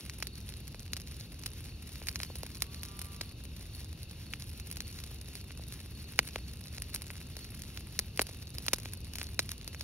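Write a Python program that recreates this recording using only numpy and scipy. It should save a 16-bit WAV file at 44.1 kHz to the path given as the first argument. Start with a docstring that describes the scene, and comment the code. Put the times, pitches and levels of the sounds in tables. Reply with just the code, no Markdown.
"""A pasture at dusk: a big brush fire burns a few metres ahead, popping and crackling over its rumble and hiss.
Pops and crackles are sharp pulses with scattered noise echoes; the flames are coloured, partly shared noise.
Crickets chirp and trill in the grass as pulsed tones, with distant choruses as throbbing noise bands.
A calf lows once, far to the right, as a few overtones on an arched pitch."""
import sys
import numpy as np
from scipy import signal
from scipy.fft import rfft, irfft, next_fast_len
from scipy.io import wavfile
from scipy.ndimage import uniform_filter1d

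SR = 44100
rng = np.random.default_rng(int(sys.argv[2]) if len(sys.argv) > 2 else 0)


def log_audio(samples):
    """Write samples as a 16-bit WAV file to the path given in sys.argv[1]."""
    # one column per channel
    frames = np.atleast_2d(samples).T
    # limit to full scale, then quantise
    limited = np.clip(frames, -1, 1)
    pcm = np.round(limited * 32767).astype(np.int16)
    wavfile.write(sys.argv[1], SR, pcm)


N = 433503
SIZE = next_fast_len(N + 8192)  # transform length, padded so filters do not wrap round
FREQ = np.maximum(np.arange(SIZE // 2 + 1) * SR / SIZE, 1)  # Hz
TIME = np.arange(N) / SR  # s


def undb(db):
    """Gain of a dB value."""
    return 10 ** (np.asarray(db) / 20)


def level(x, db):
    """Set the rms level in dB."""
    return x * undb(db) / np.sqrt(np.mean(x ** 2))


def read(table):
    """Read a (Hz, value) table at every frequency, straight between points on a log axis."""
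    hz, value = np.transpose(table)
    return np.interp(np.log(FREQ), np.log(np.maximum(hz, 1)), value)


def shape(x, response):
    """Filter by a frequency response."""
    return irfft(rfft(x, SIZE) * response, SIZE)[..., :N]


def walk(rate):
    """Random drift: values held for 1 / rate seconds, then smoothed twice; spread near 1."""
    hold = int(SR / rate)
    steps = np.repeat(rng.standard_normal(N // hold + 1), hold)
    smooth = uniform_filter1d(uniform_filter1d(steps, hold), hold)
    return 1.71 * smooth[:N]


def pan(db):
    """Left and right gains for a left-minus-right difference in dB."""
    return undb(np.array([[db], [-db]]) / 2)


# Colour of the four parts of a burst. Each row: frequency in Hz, relative gain in dB.
THUD = [(100, -9), (280, -5), (500, 0.5), (1000, -8.5), (2000, -34.5)]
CRACK = [(600, -16.5), (1350, -1), (2400, 5), (3300, -3), (4500, -36)]
SNAP = [(2800, -23.5), (4000, 1), (7500, -5), (10000, -20)]
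SIZZLE = [(6500, -19), (9000, 5), (16000, -4.5)]
# echoes off near branches, then off the whole pile
SCATTER_MS, SCATTER_DB, TAIL_MS = 0.33, -8.5, 7.5
RAGGED_DB = 5.5  # spread of the uneven steps in the tail
BURST_SAMPLES = 700


def bursts(events, tail_db):
    """Each pocket of gas bursts as one sharp pulse with scattered echoes; twigs scatter short waves most."""
    seconds, crack_db, thud_db, snap_db, sizzle_db = events.T
    ms = np.arange(BURST_SAMPLES) * 1000 / SR
    chance = rng.standard_normal((len(events), 3 * BURST_SAMPLES + 1))
    stretch = np.exp(.4 * chance[:, -1:])
    shared, left, right = np.split(chance[:, :-1], 3, axis=1)

    ragged = undb(RAGGED_DB * np.repeat(chance[:, :16], 44, axis=1)[:, :BURST_SAMPLES])
    scatter = undb(SCATTER_DB) * np.exp(-ms / SCATTER_MS / stretch)
    tail = undb(tail_db) * ragged * np.exp(-ms / TAIL_MS) * (1 - ms / ms[-1])
    fade = scatter + tail

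    start = np.round(seconds[:, None] * SR).astype(int)
    place = (start + np.arange(BURST_SAMPLES)).ravel()
    out = np.zeros((2, N))
    # per part: level, colour, share of echoes, share of those that differ between the ports
    parts = ((thud_db, THUD, .12, .2), (crack_db, CRACK, .18, .2),
             (snap_db, SNAP, 1.1, .6), (sizzle_db, SIZZLE, 1.4, .4))
    for part_db, table, echo, own in parts:
        response = undb(read(table))
        for channel, private in enumerate((left, right)):
            wave = echo * fade * (shared + own * private)
            wave[:, 0] = 1  # the sharp pulse itself
            # the energy of the first half ms sets the level
            wave /= np.sqrt(np.sum(wave[:, :22] ** 2, axis=1, keepdims=True))
            weighted = undb(part_db)[:, None] * wave
            train = np.bincount(place, weighted.ravel(), N + BURST_SAMPLES)
            out[channel] += shape(train[:N], response / response.mean())
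    return out


# Loud wood pops.
# Each row: start in seconds, base level in dB, pitch in octaves above 5 kHz, thud level in dB.
POPS = [(0.097, -21.5, 0.054, -60), (0.2255, -13.5, -0.32, -36), (0.2706, -17, 0.43, -52.0),
        (0.491, -22, 0.53, -50.0), (0.6792, -24.5, 0.58, -60), (0.7457, -27.5, -0.26, -36.5),
        (0.9334, -16, 0.014, -59), (0.9672, -20, -0.074, -58), (1.4362, -28, 0.11, -57),
        (1.461, -15.5, 0.57, -62), (1.465, -19.5, 0.41, -53), (1.9568, -25.5, 0.089, -51),
        (2.0176, -37, -0.85, -32), (2.0707, -19.5, 0.088, -60), (2.0858, -12.5, 0.037, -64),
        (2.1582, -16.5, -0.15, -55), (2.2022, -20, -0.47, -37), (2.2146, -25, 0.42, -55),
        (2.2327, -17.5, 0.027, -40), (2.3014, -48, -0.15, -30), (2.356, -21.5, 0.45, -40),
        (2.433, -20, 0.44, -25.5), (2.57, -31, 0.77, -62), (2.6215, -7, 0.49, -49),
        (2.7454, -25.5, 0.28, -52), (2.833, -18, 0.42, -49), (2.852, -23.5, 0.32, -54),
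        (2.992, -21, 0.54, -57), (3.016, -18, 0.73, -58), (3.2109, -18.5, -0.12, -30.5),
        (3.214, -20.5, -0.038, -35), (4.3366, -17, -0.63, -51), (4.4227, -24.5, 0.24, -44),
        (4.599, -21, 0.4, -67), (4.7138, -17.5, 0.59, -56.5), (4.7265, -22, 0.55, -55),
        (4.77, -24, 0.3, -56), (4.8052, -17.5, 0.059, -53), (5.038, -23, 0.33, -50),
        (5.354, -21, 0.39, -49), (5.507, -30, -0.67, -50), (5.595, -49, -0.45, -34),
        (5.724, -24, 0.26, -47), (6.1907, -0.5, -0.53, -16.5), (6.275, -23.5, 0.65, -54.5),
        (6.288, -25, 0.26, -52), (6.359, -18, -0.46, -21.5), (6.782, -25, -0.088, -39),
        (6.821, -16.5, 0.49, -51), (6.943, -19.5, 0.22, -55), (6.947, -12, 0.92, -60),
        (6.9605, -18.5, 0.12, -56), (7.02, -21, 0.5, -41), (7.1037, -25.5, -0.64, -39),
        (7.2142, -34, -0.78, -50), (7.3675, -22, 0.35, -41), (7.6203, -21.5, 0.68, -55),
        (7.7744, -20, -0.24, -47), (7.991, -5, 0.46, -32), (8.1748, -15.5, 0.62, -46),
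        (8.194, -5.5, -0.57, -11.5), (8.212, -19, 0.67, -31), (8.2171, -6, 0.73, -26),
        (8.2688, -24, 0.24, -46), (8.292, -27, 0.26, -30.5), (8.584, -17.5, 0.52, -36.5),
        (8.6646, -16.5, 0.76, -37), (8.683, -10, -0.094, -37), (8.7332, -3.5, 0.35, -21.5),
        (8.7372, -9.5, 0.45, -52), (8.7846, -21.5, 0.16, -39), (8.857, -22, -0.45, -30.5),
        (8.9347, -21.5, 0.93, -56), (9.136, -22, 0.5, -56.5), (9.1558, -17.5, 0.53, -53),
        (9.185, -18, -0.036, -41), (9.215, -18.5, -0.3, -34), (9.2302, -19.5, 0.67, -53),
        (9.3925, -5.5, -0.12, -26), (9.492, -21.5, 0.19, -55), (9.517, -16, 0.41, -48),
        (9.6775, -20, 0.34, -47), (9.7468, -23.5, -0.33, -40), (9.8098, -21.5, 0.012, -42)]
# Own pitch of crack, snap and sizzle. Each entry: octaves above 5 kHz.
PART_OCTAVES = np.array([-1.2, 0, 1])
# Gain of crack, snap and sizzle at their own pitch. Each entry: dB over the base level.
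PART_DB = [4, 1.5, 4]
FALL_DB_PER_OCTAVE = 11.5  # loss as the pop's pitch moves away from a part's own
POP_TAIL_DB = -21


def pops():
    """A big pocket cracks low, a small one sizzles high; thick wood adds a thud."""
    seconds, base_db, pitch, thud_db = np.transpose(POPS)
    octaves_away = np.abs(PART_OCTAVES - pitch[:, None])
    part_db = base_db[:, None] + PART_DB - FALL_DB_PER_OCTAVE * octaves_away
    crack, snap, sizzle = part_db.T
    return bursts(np.c_[seconds, crack, thud_db, snap, sizzle], POP_TAIL_DB)


CRACKLE_PER_S = 150  # average rate
# quietest size before flurries, scale of the random rise above it, and size limit before colour
CRACKLE_DB, CRACKLE_SPREAD_DB, CRACKLE_CAP_DB = -51.5, 6, -36


def crackle(clumping=1.6, flurry_db=3.5, flurry_s=0.2):
    """Small bursts in uneven flurries: many faint, few loud, each with its own colour."""
    chance = rng.random((4000, 6))
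    gaps = (-np.log(1 - chance[:, 0])) ** clumping
    seconds = np.cumsum(gaps) / gaps.mean() / CRACKLE_PER_S
    # wood that pops loudly also crackles harder around those moments
    from_pops = np.abs(seconds[:, None] - np.array(POPS)[:, 0])
    busy = np.log1p(np.exp(-from_pops / flurry_s).sum(axis=1))
    rise_db = -CRACKLE_SPREAD_DB * np.log(1 - chance[:, 1])
    size_db = np.minimum(CRACKLE_DB + flurry_db * busy + rise_db, CRACKLE_CAP_DB)
    # crack, thud, snap, sizzle: middle level and reach either side, in dB
    middle_db, reach_db = np.array([-13.0, -23.5, -3.0, 1.0]), np.array([9.4, 12.8, 10.5, 7.4])
    colour_db = middle_db + reach_db * (2 * chance[:, 2:] - 1)
    events = np.c_[seconds, size_db[:, None] + colour_db]
    return bursts(events[seconds < N / SR], -23)  # small bursts are dry


# Noise that the ports do not share. Each row: frequency in Hz, level in dB against the shared noise.
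APART = [(60, -31), (200, -26), (600, -5.5), (1500, -10.5), (3000, -34), (7000, -31)]


def noise_pair(table):
    """Coloured noise: a part shared by both ports and a part of opposite sign in each."""
    mid, side = rfft(rng.standard_normal((2, N)), SIZE)
    pair = mid + undb(read(APART)) * side * np.array([[1], [-1]])
    return irfft(pair * undb(read(table)), SIZE)[:, :N]


# Spectra of the flames. Each row: frequency in Hz, relative density in dB per Hz.
RUMBLE = [(15, -40), (42, -7), (69, 0.5), (210, -14), (400, -24), (650, -34), (1500, -43.5), (3000, -84)]
HISS = [(500, -13.5), (1200, -4), (2500, 2), (5000, 3.5), (9000, -1.5), (15700, -0.5), (16100, -30)]
RUMBLE_DB, HISS_DB = -45, -57.5  # rms; the hiss before its flutter


def flames():
    """Turbulent burning rumbles; escaping gas hisses and flutters."""
    rumble = level(noise_pair(RUMBLE), RUMBLE_DB)
    flutter = undb(2.17 * walk(40))
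    hiss = level(noise_pair(HISS), HISS_DB) * flutter
    return rumble + hiss


# Chirps of one cricket, then of a second elsewhere in the grass.
# Each entry: middle of the last pulse in seconds.
CHIRPS = [.378, 1.745, 2.317, 2.811, 3.301, 3.79, 4.316, 4.901, 5.412, 6.002, 6.491, 7.43, 9.815]
FAR_CHIRPS = [1.251, 4.63, 6.093, 6.932, 7.468, 8.014, 8.977, 9.286]
# Pulses of a chirp, last stroke first. Each entry: relative level in dB.
CHIRP_PULSE_DB = [0, 0, -5]
CHIRP_DB, FAR_CHIRP_DB = -53.5, -53.5  # stroke peak, before the waver
CHIRP_HZ, CHIRP_PULSE_S, CHIRP_GAP_S = 4385, .025, .044  # the gap runs from pulse to pulse


def chirps(times, db, lead, sag_hz=150):
    """One wing stroke per pulse, the first one weak, its pitch sagging; lead = radians the left leads."""
    out = np.zeros((2, N + SR))
    u = np.arange(int(CHIRP_PULSE_S * SR)) / SR
    hz = CHIRP_HZ + sag_hz * (.5 - u / CHIRP_PULSE_S)
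    phase = 2 * np.pi * np.cumsum(hz) / SR
    envelope = np.sqrt(np.sin(np.pi * u / CHIRP_PULSE_S))
    stroke = envelope * np.sin(phase + np.array([[lead], [0]]))
    waver_db = 1.5 * walk(90)
    for last in times:
        for k, pulse_db in enumerate(CHIRP_PULSE_DB):
            i = int((last - k * CHIRP_GAP_S - CHIRP_PULSE_S / 2) * SR)
            out[:, i:i + len(u)] += undb(db + pulse_db) * stroke
    return out[:, :N] * undb(waver_db)


TRILL_HZ, TRILL_SAG_HZ, TRILL_PER_S = 3710, 60, 53.5  # centre pitch, swing either side, strokes
TRILL_DB = -69  # rms before panning


def tree_cricket():
    """One nearer insect: even wing strokes, each a short tone that sags, blurred by the leaves between."""
    turn = 2 * np.pi * TRILL_PER_S * TIME + walk(2)
    hz = TRILL_HZ + TRILL_SAG_HZ * np.sin(turn) + 70 * walk(200)
    strokes = 1.5 - np.cos(turn)
    waver = undb(walk(2) + 1.5 * walk(100))
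    tone = np.sin(2 * np.pi * np.cumsum(hz) / SR) * strokes * waver
    return level(tone, TRILL_DB) * pan(-6)


# Overtones of the calf's voice. Each row: multiple of the pitch, relative level in dB.
CALF_ORDERS = [(4, -12), (5, -6), (6, 0), (7, -8)]
CALF_START_S, CALF_ATTACK_S, CALF_HOLD_S, CALF_RELEASE_S = 2.5, .4, .18, .27
# rms of the strongest overtone while held, before pan and waver; depth of the swell and fade
CALF_DB, CALF_FADE_DB = -68.5, 16
CALF_TOP_HZ, CALF_TOP_S, CALF_ARCH_HZ_PER_S2 = 198, 3.0, 98  # top of the pitch arch, before waver
CALF_PAN_DB = -19  # left minus right


def calf(waver=0.0015):
    """A smooth low on an arched pitch; only the overtones near the mouth resonance carry this far."""
    hz = np.maximum(CALF_TOP_HZ - CALF_ARCH_HZ_PER_S2 * (TIME - CALF_TOP_S) ** 2, 0)
    phase = 2 * np.pi * np.cumsum(hz * (1 + waver * walk(8))) / SR
    voice = sum(undb(db) * np.sin(round(order) * phase) for order, db in CALF_ORDERS)
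    corners = np.cumsum([CALF_START_S, CALF_ATTACK_S, CALF_HOLD_S, CALF_RELEASE_S])
    # far below hearing outside the low
    db = CALF_DB + CALF_FADE_DB * np.interp(TIME, corners, [-1, 0, 0, -1], -10, -10)
    return np.sqrt(2) * voice * undb(db) * pan(CALF_PAN_DB) * undb(walk(18))


# Steady insect choruses. Each row: centre in Hz, half-width in Hz, pulses per second, throb depth 0-1,
# rms level in dB before pan and swell, left minus right in dB.
TRILLS = [(2730, 400, 39, 0.24, -65.5, 4), (4330, 820, 38, 0.27, -68, 7.5)]


def trills(own=0.93):
    """Choruses of distant insects: narrow bands that throb at the wing rate."""
    out = 0
    for hz, width, rate, depth, db, pan_db in TRILLS:
        shared, *private = rng.standard_normal((3, N))
        response = np.exp(-2 * ((FREQ - hz) / width) ** 2)
        band = shape(shared + own * np.array(private), response)
        throb = 1 + depth * np.sin(2 * np.pi * rate * TIME + 0.67 * walk(2.16))
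        swell = undb(.7 * walk(5))
        out = out + level(band * throb, db) * pan(pan_db) * swell
    return out


# The two microphone ports facing the fire. Each row: frequency in Hz, phase lead of the left in radians.
PORTS = [(100, 0), (2580, -0.9), (3880, 2.5), (4650, 3), (5400, 1), (7000, 2), (9900, 5.5), (12100, 7),
         (13700, 9), (16400, 11)]
# Balance of the fire. Each row: frequency in Hz, left minus right in dB.
LEAN = [(150, 0), (800, 2.5), (1500, 2), (2600, -2.5), (6000, -0.5)]


def scene():
    """Fire ahead through the two ports, animals from their own sides."""
    fire = pops() + crackle() + flames()
    side = np.array([[.5], [-.5]])  # half of each difference per port
    fire = shape(fire, undb(side * read(LEAN)) * np.exp(1j * side * read(PORTS)))
    crickets = chirps(CHIRPS, CHIRP_DB, 1.55) + chirps(FAR_CHIRPS, FAR_CHIRP_DB, 3.0)
    return fire + crickets + trills() + tree_cricket() + calf()


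# Microphone colour. Each row: frequency in Hz, gain in dB.
MIC = [(5000, 0), (8500, -4.5), (10600, 1), (13000, -4), (15500, 1.5), (17000, -28)]
# below LATE_HZ a tone is delayed by LATE_CYCLES of its own period, less that of LATE_HZ
LATE_CYCLES, LATE_HZ = 1.302, 2480
TOP_HZ = 16600


def record(dry):
    """Microphone colour, lows that arrive late, and the cut at the top."""
    ratio = np.minimum(FREQ, LATE_HZ) / LATE_HZ
    late = np.exp(2j * np.pi * LATE_CYCLES * (ratio - 1 - np.log(ratio)))
    coloured = shape(dry, late * undb(read(MIC)))
    top_cut = signal.ellip(10, .2, 70, TOP_HZ, fs=SR, output="sos")
    return signal.sosfilt(top_cut, coloured)


dry = scene()
out = record(dry)
log_audio(out)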